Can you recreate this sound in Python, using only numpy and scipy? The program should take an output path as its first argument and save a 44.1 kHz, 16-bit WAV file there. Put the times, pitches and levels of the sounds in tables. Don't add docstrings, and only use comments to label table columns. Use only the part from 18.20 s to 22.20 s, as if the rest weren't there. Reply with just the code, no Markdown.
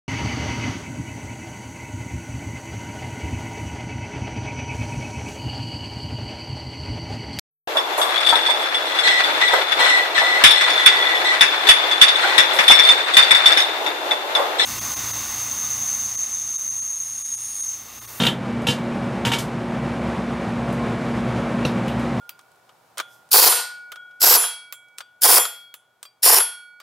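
import sys
import numpy as np
from scipy import signal
from scipy.fft import rfft, irfft, next_fast_len
from scipy.io import wavfile
from scipy.ndimage import uniform_filter1d, minimum_filter1d, map_coordinates

SR = 44100
rng = np.random.default_rng(int(sys.argv[2]) if len(sys.argv) > 2 else 0)


def generate_wav(signal):
    frames = np.transpose(np.atleast_2d(signal))
    scaled = np.clip(frames, -1, 1) * 32767
    pcm = np.round(scaled).astype(np.int16)
    wavfile.write(sys.argv[1], SR, pcm)


N = 176400


def amp(db):
    return 10 ** (np.asarray(db) / 20)


def unit_rms(x):
    return x / np.sqrt(np.mean(x ** 2) + 1e-20)


def wobble(rate):
    knots = rng.standard_normal(int(N * rate / SR) + 4)
    return map_coordinates(knots, [np.arange(N) * rate / SR])


def noise(colour, size, resonances=()):
    hz = np.fft.rfftfreq(size, 1 / SR)
    curve_hz, curve_db = np.transpose(colour)
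    db = np.interp(np.log(hz + 1), np.log(curve_hz + 1), curve_db)
    for centre, width, lift in resonances:
        db += lift / (1 + (2 * (hz - centre) / width) ** 2)
    return unit_rms(irfft(rfft(rng.standard_normal(size)) * amp(db), size))


def add(track, start_s, sound):
    part = track[round(start_s * SR):][:len(sound)]
    part += sound[:len(part)]


def attack(t, rise_s=0.00012):
    return 1 - np.exp(-t / rise_s)


# (frequency [Hz], level [dB])
FAN_COLOUR = [(20, -30), (35, -28), (55, -17.5), (72, -19), (95, -18.5), (122, -4.5), (140, -5),
              (160, -9.5), (200, -4.5), (240, -8.5), (300, -10.5), (400, -15), (560, -14), (900, -19),
              (1300, -21), (2300, -28), (2800, -31.5), (5000, -42), (9500, -50), (12500, -60), (14000, -71),
              (15500, -92)]
# (frequency [Hz], width [Hz], gain [dB])
CASING_RESONANCES = [(134.4, 9.5, 2.5), (183.4, 15, 4), (235, 37, -8), (271, 17, 2.5), (556, 31, 3.5),
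                     (690, 40, 2), (907, 130, 2.5), (2330, 160, 0)]

def fan():
    level_db = -27 + 0.78 * wobble(24.85)
    return amp(level_db) * noise(FAN_COLOUR, N, CASING_RESONANCES)


# (frequency [Hz], level [dB], level wobble [dB], phase wander [rad])
HUM_TONES = [(67.1, -43.5, 4, 0.42), (120.2, -39.2, 7.5, 0.47), (202.4, -38, 1.5, 0.6),
             (235, -29.5, 1.5, 0.13), (240.9, -45, 9.5, 0.11), (353.7, -41, 2.5, 0.9),
             (788.4, -48, 2.5, 0.87), (1060, -50, 5, 0.47), (1121, -52.5, 5, 0.7), (2297, -51, 2, 0.28)]

def hum():
    out, t = np.zeros(N), np.arange(N) / SR
    for hz, db, sway_db, wander in HUM_TONES:
        sway = amp(sway_db * wobble(10))
        phase = 2 * np.pi * hz * t + wander * wobble(9)
        out += amp(db) * unit_rms(sway * np.sin(phase))
    return out


# (time [s], level [dB])
BED_RIDE = [(0, 4.5), (.16, -5), (.3, -1), (.65, -1), (1, -0.5), (1.25, -1.5), (1.5, -1.5), (1.7, -0.4),
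            (2.4, 0.46), (2.95, 1.2), (3.4, 2), (3.65, 0.5), (4, 2)]

def running_oven():
    ride_db = np.interp(np.arange(N) / SR, *np.transpose(BED_RIDE))
    return amp(ride_db) * (fan() + hum())


def arc_noise(t, colour, tail_db, t60, burn_s=0.0019, rise_s=0.00012, quench_s=0.0027):
    direct = np.exp(-np.maximum(t - burn_s, 0) / quench_s)
    echo = amp(tail_db - 60 * t / t60)
    return noise(colour, len(t)) * attack(t, rise_s) * np.hypot(direct, echo)


# (ratio to the crack's pitch, t60 [s], level against the crack [dB])
METAL_MODES = [(1, .045, -5), (1.17, .04, -7), (1.43, .035, -18), (2.12, .045, -20)]

def metal_ping(t, crack_hz):
    modes = sum(amp(db - 60 * t / t60) * np.sin(2 * np.pi * (ratio * crack_hz * t + rng.random()))
                for ratio, t60, db in METAL_MODES)
    return attack(t, rise_s=0.00093) * modes


# (frequency [Hz], t60 [s], level at first [dB], level once turned [dB])
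CAVITY_MODES = [(491.7, 0.2, -8.5, -6.5), (787, 0.21, -12, -5.5), (930, 0.22, -13, -2.5),
                (1362, 0.28, -11.5, -11), (1709, 0.29, -22, -13), (2268, 0.2, -28, -4.5),
                (2510, 0.16, -24, -8.5), (2802, 0.17, -4.5, -4), (2886, .17, -19, -9),
                (3065, 0.17, -1.5, -4), (3110, 0.15, -0.5, -4), (3290, 0.15, -10, -10),
                (3520, 0.12, -9, -8), (3630, 0.15, -5, -24), (3685, 0.16, -5, -22), (3882, 0.17, -11, -11)]

def cavity_ring(t, start_s, turn_s=1, scatter_db=1.5):
    hz, t60, first_db, turned_db = np.transpose(CAVITY_MODES)[:, :, None]
    turned = min(start_s / turn_s, 1)
    db = first_db + (turned_db - first_db) * turned + scatter_db * rng.standard_normal(hz.shape)
    phase = 2 * np.pi * (hz * t + rng.random(hz.shape))
    return (amp(db - 60 * t / t60) * np.sin(phase)).sum(0) * attack(t)


# (time [s], crack level [dB], crack pitch [Hz], ring level [dB], clang level [dB],
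# thump level [dB], sizzle level [dB], sizzle tilt [dB/octave])
SPARK_CUES = [(.0005, -24, 3140, -22, -26.5, -27, -32, -1), (0.0185, -23, 3150, -25, -34, -24, -30.5, -1.5),
              (.034, -17.5, 3120, -22, -27, -22.5, -34, -1), (0.0519, -21, 3200, -26, -27, -24, -32.5, 4),
              (0.0672, -10, 3150, -17, -26.5, -25, -34.5, 2), (.085, -22, 3200, -30, -30, -20, -44, -4),
              (0.4687, -22, 2940, -20, -34, -27, -28, 0), (.485, -24, 2980, -21.5, -30, -16.5, -28, -2.5),
              (.501, -27, 3100, -29, -37, -31, -31, -2), (1.0503, -22.5, 2980, -25.5, -25, -19, -28, -2),
              (1.067, -27, 2870, -25, -26, -15, -34, 1), (1.117, -27, 3050, -24, -25, -26, -29, 0),
              (1.1338, -20.5, 3050, -24, -29, -27, -29.5, -1), (1.184, -32, 3200, -37, -36, -32, -30, 3.5)]
# (frequency [Hz], level [dB])
CRACK_COLOUR = [(1200, -25), (1900, -18), (2350, -10), (2750, 0.5), (3100, 0.5), (3550, -7), (3950, -8),
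                (4400, -17), (8000, -30)]
CLANG_COLOUR = [(200, -16), (450, -13), (900, -3), (1700, 6), (2400, -3), (3500, 5.5), (6000, -35)]
THUMP_COLOUR = [(20, -60), (60, -28), (95, -19), (128, 8), (160, -0.5), (200, -3), (300, -10), (550, -19),
                (1200, -45)]
SIZZLE_COLOUR = [(1500, -30), (3500, 2), (4500, -1), (6000, -1.7), (8000, -3.8), (10000, -8),
                 (13000, -12.5), (14500, -20), (15500, -36)]
CRACK_HZ = 3120

def sparks():
    out, t = np.zeros(N), np.arange(SR // 3) / SR
    for start_s, crack_db, crack_hz, ring_db, clang_db, thump_db, sizzle_db, tilt in SPARK_CUES:
        transposed = [(hz * crack_hz / CRACK_HZ, db) for hz, db in CRACK_COLOUR]
        tilted = [(hz, db + tilt * np.log2(hz / CRACK_HZ)) for hz, db in SIZZLE_COLOUR]
        snap = arc_noise(t, transposed, tail_db=-11, t60=0.13, burn_s=0.0033)
        crack = amp(crack_db - 1) * (snap + metal_ping(t, crack_hz))
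        ring = amp(ring_db) * cavity_ring(t, start_s)
        clang = amp(clang_db) * arc_noise(t, CLANG_COLOUR, tail_db=-2, t60=0.27)
        thump = amp(thump_db) * arc_noise(t, THUMP_COLOUR, tail_db=-2, t60=0.15, rise_s=0.0025)
        sizzle = amp(sizzle_db) * arc_noise(t, tilted, tail_db=2.5, t60=0.2, rise_s=0.0024)
        add(out, start_s, crack + ring + clang + thump + sizzle)
    return out


# (time [s], tick level [dB], crack level [dB])
SPIT_CUES = [(.418, -51, -58), (.586, -60, -45), (2.526, -46, -60), (3.68, -46, -34.5), (3.794, -51, -46)]
# (frequency [Hz], level [dB])
TICK_COLOUR = [(2000, -12), (4000, 0), (8000, 4), (12000, 0), (14500, -10), (15500, -32)]

def spits():
    out, t = np.zeros(N), np.arange(SR // 3) / SR
    for start_s, tick_db, crack_db in SPIT_CUES:
        tick = amp(tick_db) * arc_noise(t, TICK_COLOUR, tail_db=-2.5, t60=0.21, burn_s=0.001)
        crack = amp(crack_db) * arc_noise(t, CRACK_COLOUR, tail_db=-2, t60=0.32, burn_s=0.0017)
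        add(out, start_s, tick + crack)
    return out


# (frequency [Hz], t60 [s], level [dB])
POP_RING = [(147, 0.081, -10), (265, .04, -13), (497, 0.052, -14), (1340, .04, -27), (2735, 0.021, -8),
            (3730, .12, -28.5), (3950, .022, -26), (4300, 0.04, -30), (5870, 0.023, -23.5)]
# (frequency [Hz], level [dB])
POP_COLOUR = [(700, -2), (1400, 1), (2200, -4), (2700, 8), (3200, -3), (3900, 5), (4800, -4.5), (5600, -1),
              (6700, -11), (11000, -13.5), (14000, -19), (15500, -40)]

def pop(start_s=3.4503, rise_s=0.0013):
    out, t = np.zeros(N), np.arange(SR // 3) / SR
    modes = sum(amp(db - 60 * t / t60) * np.sin(2 * np.pi * hz * t) for hz, t60, db in POP_RING)
    hiss = arc_noise(t, POP_COLOUR, tail_db=0, t60=0.21, burn_s=0.0027, rise_s=rise_s)
    add(out, start_s, modes * attack(t, rise_s) + amp(-28.5) * hiss)
    return out


def scene():
    return np.tile(running_oven() + sparks() + spits() + pop(), (2, 1))


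def record(dry):
    low_cut_hz, ceiling_db, hold = 50, -5, round(0.0021 * SR)
    top_hz, edge_hz = 15800, 800
    lean = signal.sosfilt(signal.butter(4, low_cut_hz, "high", fs=SR, output="sos"), dry)
    needed_gain = np.minimum(1, amp(ceiling_db) / (np.abs(lean).max(0) + 1e-9))
    limited = lean * uniform_filter1d(minimum_filter1d(needed_gain, hold), hold)
    size = next_fast_len(N + SR // 2)
    edge = np.clip((top_hz - np.fft.rfftfreq(size, 1 / SR)) / edge_hz, 0, 1)
    high_cut = np.sin(np.pi / 2 * edge) ** 2
    return irfft(rfft(limited, size) * high_cut, size)[:, :N]


dry = scene()
out = record(dry)
generate_wav(out)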